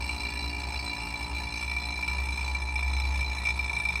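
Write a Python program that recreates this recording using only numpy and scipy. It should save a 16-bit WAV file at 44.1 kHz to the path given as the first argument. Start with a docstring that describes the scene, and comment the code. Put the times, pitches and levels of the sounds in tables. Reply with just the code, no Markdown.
"""Close beside a small running pump, likely a vacuum pump on a car's air-conditioning gauges.
Its shaft gives a low buzz. A deep hum, probably a fan, throbs against it over a soft rush of air.
On every turn a valve clacks shut and bounces, ringing the metal housing with a bright crack;
some clacks are much harder. Each turn also gives two dull knocks."""
import sys
import numpy as np
from scipy import signal
from scipy.fft import rfft, irfft, next_fast_len
from scipy.io import wavfile
from scipy.ndimage import uniform_filter1d, map_coordinates

SR = 44100
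rng = np.random.default_rng(int(sys.argv[2]) if len(sys.argv) > 2 else 0)


def unload_wav(signal):
    """Save mono or channel-first audio to the path in sys.argv[1] as 16-bit WAV at rate SR, clipped to [-1, 1]."""
    wavfile.write(
        sys.argv[1],
        SR,
        np.round(np.clip(np.atleast_2d(signal).T, -1, 1) * 32767).astype(np.int16),
    )


N = 176400
TIME = np.arange(N) / SR
BLOW_TIME = np.arange(SR // 10) / SR  # the 0.1 s that one blow's sound may last
CLACK_TURN = .28  # how far into each turn the valve shuts


def amp(db):
    """Turn decibels into a gain."""
    return 10 ** (np.asarray(db) / 20)


def unit(x):
    """Scale a signal to an average size (rms) of 1."""
    return x / np.sqrt(np.mean(x ** 2) + 1e-20)


def curve(rows):
    """Join (time, value) points with straight lines, one value per sample."""
    return np.interp(TIME, *np.transpose(rows))


def wobble(rate):
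    """A smooth random curve through `rate` points a second."""
    return map_coordinates(rng.standard_normal(1024), [TIME * rate + 2], mode="wrap")


def filtered(x, response):
    """Scale each frequency in x by response(frequency)."""
    size = next_fast_len(N + 8192)
    return irfft(rfft(x, size) * response(np.fft.rfftfreq(size, 1 / SR)), size)[:N]


def noise(spectrum):
    """Noise of rms 1, its tone shaped by (f/Hz, level/dB) points."""
    f, db = np.transpose(spectrum)
    white = rng.standard_normal(N)
    return unit(filtered(white, lambda hz: amp(np.interp(np.log(hz + 1), np.log(f), db))))


def strike(attack_s, t60):
    """A quick rise, then a fade of 60 dB every t60 seconds."""
    return (1 - np.exp(-BLOW_TIME / attack_s)) * np.exp(-np.log(1000) * BLOW_TIME / t60)


def struck(times, db, response):
    """Play the response once at each time, at that blow's level."""
    starts = np.maximum(np.round(times * SR).astype(int), 0)
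    blows = np.bincount(starts.ravel(), amp(db).ravel(), N)[:N]
    return signal.oaconvolve(blows, response)[:N]


def shaft_buzz(turns):
    """The shaft buzzes with slightly rough tones at whole multiples of its turning rate."""
    # buzz tones: multiple of the turning rate, level/dB, change from start to end/dB
    harmonics = [(1, -45, -0.5), (2, -57, 6), (3, -54, 4), (4, -62, -11.5), (5, -54, -11.5),
                 (6, -60.5, -4.5), (7, -60.5, -4), (10, -66.5, -9.5), (15, -48.5, 5.5), (16, -53.5, 1),
                 (17, -53.5, -3.5)]
    angle = 2 * np.pi * (turns + .0013 * wobble(40))
    progress = np.linspace(-.5, .5, N)
    buzz = np.zeros(N)
    for multiple, db, change_db in harmonics:
        gain = amp(db + change_db * progress + 2.66 * wobble(20))
        buzz += gain * np.cos(multiple * angle + rng.uniform(0, 2 * np.pi))
    return amp(-1) * np.sqrt(2) * buzz


def fan_hum(hum_hz=66.6):
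    """A deep, nearly pure hum that swells and fades, with faint wavering whines."""
    # loudness of the hum: t/s, level/dB
    hum_levels = [(0, -36), (.3, -38.5), (.5, -35), (.82, -38.5), (1.05, -50), (1.35, -35), (1.55, -41),
                  (1.75, -36), (2, -39.5), (2.22, -31), (2.38, -36.5), (2.52, -30.5), (2.7, -32),
                  (3, -28.5), (3.25, -31.5), (3.42, -37), (3.55, -34), (3.75, -39), (4, -38)]
    # faint whines: f/Hz, level/dB
    whines = [(240, -65), (717, -60)]
    gain = amp(curve(hum_levels) + wobble(8.9))
    tones = gain * np.sin(2 * np.pi * (hum_hz * TIME + .0088 * wobble(4.7)))
    for hz, db in whines:
        gain = amp(db + 6 * wobble(5.5))
        tones += gain * np.sin(2 * np.pi * (hz * TIME + .35 * wobble(3)))
    return np.sqrt(2) * tones


def air_rush(level_db=-43.5, waver_db=2.6):
    """Air rushes softly and unevenly under the machines."""
    # tone of the rush: f/Hz, relative level/dB
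    spectrum = [(20, -15), (40, -22), (65, 3), (90, -0.5), (125, -1.5), (160, -7), (230, -10), (350, -13.5),
                (460, -19.5), (620, -16), (850, -6.5), (1500, -22), (3000, -24.5), (4400, -30),
                (8000, -32.5), (10400, -64), (15800, -40)]
    # slow drift in its loudness: t/s, level change/dB
    drift = [(0, 0), (1.6, -2.5), (2.2, -3), (2.7, -4), (4, -3.5)]
    return amp(level_db + curve(drift) + waver_db * wobble(4.28)) * noise(spectrum)


def valve_clacks(turns, scatter_db=2.1, jitter_s=.0004, hard_boost_db=33):
    """The valve shuts once a turn, sometimes hard; gives each clack's time and strength."""
    # trend of the ordinary clacks: t/s, strength/dB
    usual_strength = [(0, 1.5), (.5, 1.5), (1.2, -1.5), (1.85, 0.5), (2.1, 2), (2.65, -3), (2.85, -1),
                      (3.35, 1.5), (3.55, -2), (4, -1)]
    # hard clacks, each given to the nearest turn: t/s, level before the boost/dB
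    hard_clacks = [(0.0217, -25), (0.0916, -21), (0.336, -27), (1.6251, -25), (1.713, -23), (1.7638, -23),
                   (2.0252, -25), (2.0771, -23), (2.1823, -26), (2.2861, -26), (2.375, -27), (2.4777, -24),
                   (2.5471, -25), (2.7566, -24), (2.791, -24), (2.9651, -27), (2.999, -21), (3.053, -25),
                   (3.1586, -26), (3.2091, -24), (3.451, -21), (3.4695, -20), (3.4865, -19), (3.5034, -20),
                   (3.5912, -25), (3.6435, -25), (3.6949, -24), (3.7293, -25), (3.7642, -24), (3.7987, -22),
                   (3.8505, -22), (3.885, -23), (3.903, -22), (3.9543, -20)]
    shut_turns = np.arange(int(turns[-1] - CLACK_TURN) + 1) + CLACK_TURN
    times = np.interp(shut_turns, turns, TIME)
    chance = rng.uniform(-1, 1, (len(times), 2)) * np.sqrt(3)
    db = np.interp(times, *np.transpose(usual_strength)) + scatter_db * chance[:, 0]
    times = times + jitter_s * chance[:, 1]
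    hard_s, hard_db = np.transpose(hard_clacks)
    hard = np.argmin(abs(times[:, None] - hard_s), axis=0)
    db[hard - 1] -= 2  # the turn before a hard clack is softer
    db[hard] = hard_db + hard_boost_db
    return times, db


def valve_chatter(times, db, scatter_db=2, hard_loss=.7):
    """The valve bounces twice after each clack; a hard clack seats it more cleanly."""
    # bounces: delay/s, spread of the delay/s, level change/dB
    bounces = [(.0015, .0005, -3.5), (.0045, .0012, 0.5)]
    delay, spread, change_db = np.transpose(bounces)
    chance = rng.standard_normal((2, len(times), len(delay)))
    bounce_times = times[:, None] + abs(delay + spread * chance[0])
    softened_db = db - hard_loss * np.maximum(db, 0)
    bounce_db = softened_db[:, None] + change_db + scatter_db * chance[1]
    return np.column_stack([times, bounce_times]), np.column_stack([db, bounce_db])


def housing_ring(times, db, attack_s=.0014, scatter_db=3.5, wander_db=2, bloom_cycles=8.3):
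    """Each clack rings the metal housing with a slightly different mix of its natural tones."""
    # housing tones: f/Hz, level/dB, time for the tail to fade 60 dB/s,
    # change from start to end/dB, share of the clack's strength that the tone follows
    modes = [(1744, -50, 0.075, 0.5, 0.17), (1937, -54.5, 0.17, 3, 0.81), (2347, -31, 0.082, 5.5, 0.99),
             (2393, -41, 0.049, -6, 0.23), (2780, -50, 0.084, -11, 0.4), (3488, -53, 0.075, 2.5, 0.65),
             (3720, -51, 0.005, 19, 0.96), (4028, -42.5, 0.078, -4.5, 0.067), (4068, -54, 0.12, -12, 0.1),
             (4565, -55.5, 0.17, -12, 0.067), (5240, -47, 0.065, 1, 0.66), (5313, -48.5, 0.021, -6, 0.46),
             (5367, -54.5, 0.1, 4, 0.89), (6170, -56.5, 0.11, 2, .5), (6676, -64, 0.12, 4, 0.24),
             (7706, -60, 0.09, 0, 0.16), (8200, -56.5, 0.09, -5.5, 0.1), (9145, -61, 0.068, 4, 0.26),
             (9730, -64, 0.11, 4, 0.17), (13350, -63, .02, -6, 0.31)]
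    first_db = db[:, :1]
    progress = times * SR / N - .5
    ring = np.zeros(N)
    for hz, level_db, t60, change_db, follow in modes:
        freedom = np.sqrt(2 * (1.1 - follow))  # tones that follow less vary more by chance
        wander = unit(uniform_filter1d(rng.standard_normal(len(db)), size=7))[:, None]
        chance = rng.uniform(-1, 1, first_db.shape) * np.sqrt(2)
        random_db = freedom * (scatter_db * chance + wander_db * np.tanh(wander))
        blow_db = level_db + db - (1 - follow) * first_db + change_db * progress + random_db
        fade = strike(attack_s, t60=.026) + amp(-7) * strike(attack_s, t60)  # quick drop, weak tail
        bloom = 1 - np.exp(-hz * BLOW_TIME / bloom_cycles)  # the ring spreads through the housing
        ring += struck(times, blow_db, np.sin(2 * np.pi * hz * BLOW_TIME) * fade * bloom)
    return amp(2.5) * ring


def valve_crack(times, db, level_db=-48.5, attack_s=.00011, follow=.95):
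    """Each contact of the valve gives a bright crack with a sizzling tail."""
    # tone of the crack: f/Hz, relative level/dB
    spectrum = [(500, -4), (900, 4.5), (1400, 7.5), (1600, -22.5), (2100, -36), (2550, 11.5), (3150, -5),
                (3700, -11.5), (4150, 15.5), (4350, -31), (4650, -29), (4900, -16), (5250, 3.5),
                (5800, -1.5), (6300, -14.5), (7100, -24), (8000, 4), (8700, -11.5), (9650, -7.5),
                (10400, -24.5), (11300, -12.5), (13400, -20.5), (14000, -26), (15800, -28)]
    snap = strike(attack_s, t60=.004)
    tail = amp(9.5) * strike(attack_s, t60=.063)
    contact_db = db - (1 - follow) * db[:, :1]
    power = struck(times, 2 * contact_db, snap ** 2 + tail ** 2)  # overlapping noises add in power
    bursts = unit(np.sqrt(abs(power)))
    return amp(level_db + 2 * wobble(12)) * bursts * noise(spectrum)


def pump_knocks(turns, level_db=-2, scatter_db=4.5, rise_db=6, jitter_s=.00008):
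    """Two dull knocks a turn ring the pump's body, regular in time and uneven in strength."""
    # the two knocks: delay after the clack/turns, relative level/dB
    strokes = [(0, -2), (0.258, -11)]
    # body tones: f/Hz, level/dB, time to fade 60 dB/s
    body_modes = [(737, -51, 0.066), (930, -53, 0.036), (990, -42.5, 0.042), (1060, -42, 0.012),
                  (1254, -48, 0.027)]
    delay_turns, stroke_db = np.transpose(strokes)
    knock_turns = np.arange(int(turns[-1]))[:, None] + CLACK_TURN + delay_turns
    times = np.interp(knock_turns, turns, TIME)
    chance = rng.standard_normal((2, *times.shape))
    db = level_db + stroke_db + scatter_db * chance[0] + rise_db * (times * SR / N - .5)
    ring = np.zeros(len(BLOW_TIME))
    for hz, mode_db, t60 in body_modes:
        fade = np.exp(-np.log(1000) * BLOW_TIME / t60)
        ring += amp(mode_db) * np.sin(2 * np.pi * hz * BLOW_TIME) * fade
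    low_cut = signal.butter(2, 616, "high", fs=SR, output="sos")  # a small body gives off little bass
    return struck(times + jitter_s * chance[1], db, signal.sosfilt(low_cut, ring))


def scene():
    """The pump's shaft times its buzz, clacks and knocks; fan and air run on their own."""
    # shaft speed: t/s, turning rate/Hz
    shaft_speed = [(0, 57.28), (1.1, 57.46), (2.9, 57.49), (4, 57.62)]
    turns = np.cumsum(curve(shaft_speed)) / SR
    times, db = valve_chatter(*valve_clacks(turns))
    valve = housing_ring(times, db) + valve_crack(times, db)
    pump = valve + pump_knocks(turns) + shaft_buzz(turns)
    return (pump + fan_hum() + air_rush())[None]


def record(dry):
    """The microphone picks up nothing above its highest frequency."""
    top_hz = 15850
    return filtered(dry[0], lambda hz: hz < top_hz)[None]


dry = scene()
out = record(dry)
unload_wav(out)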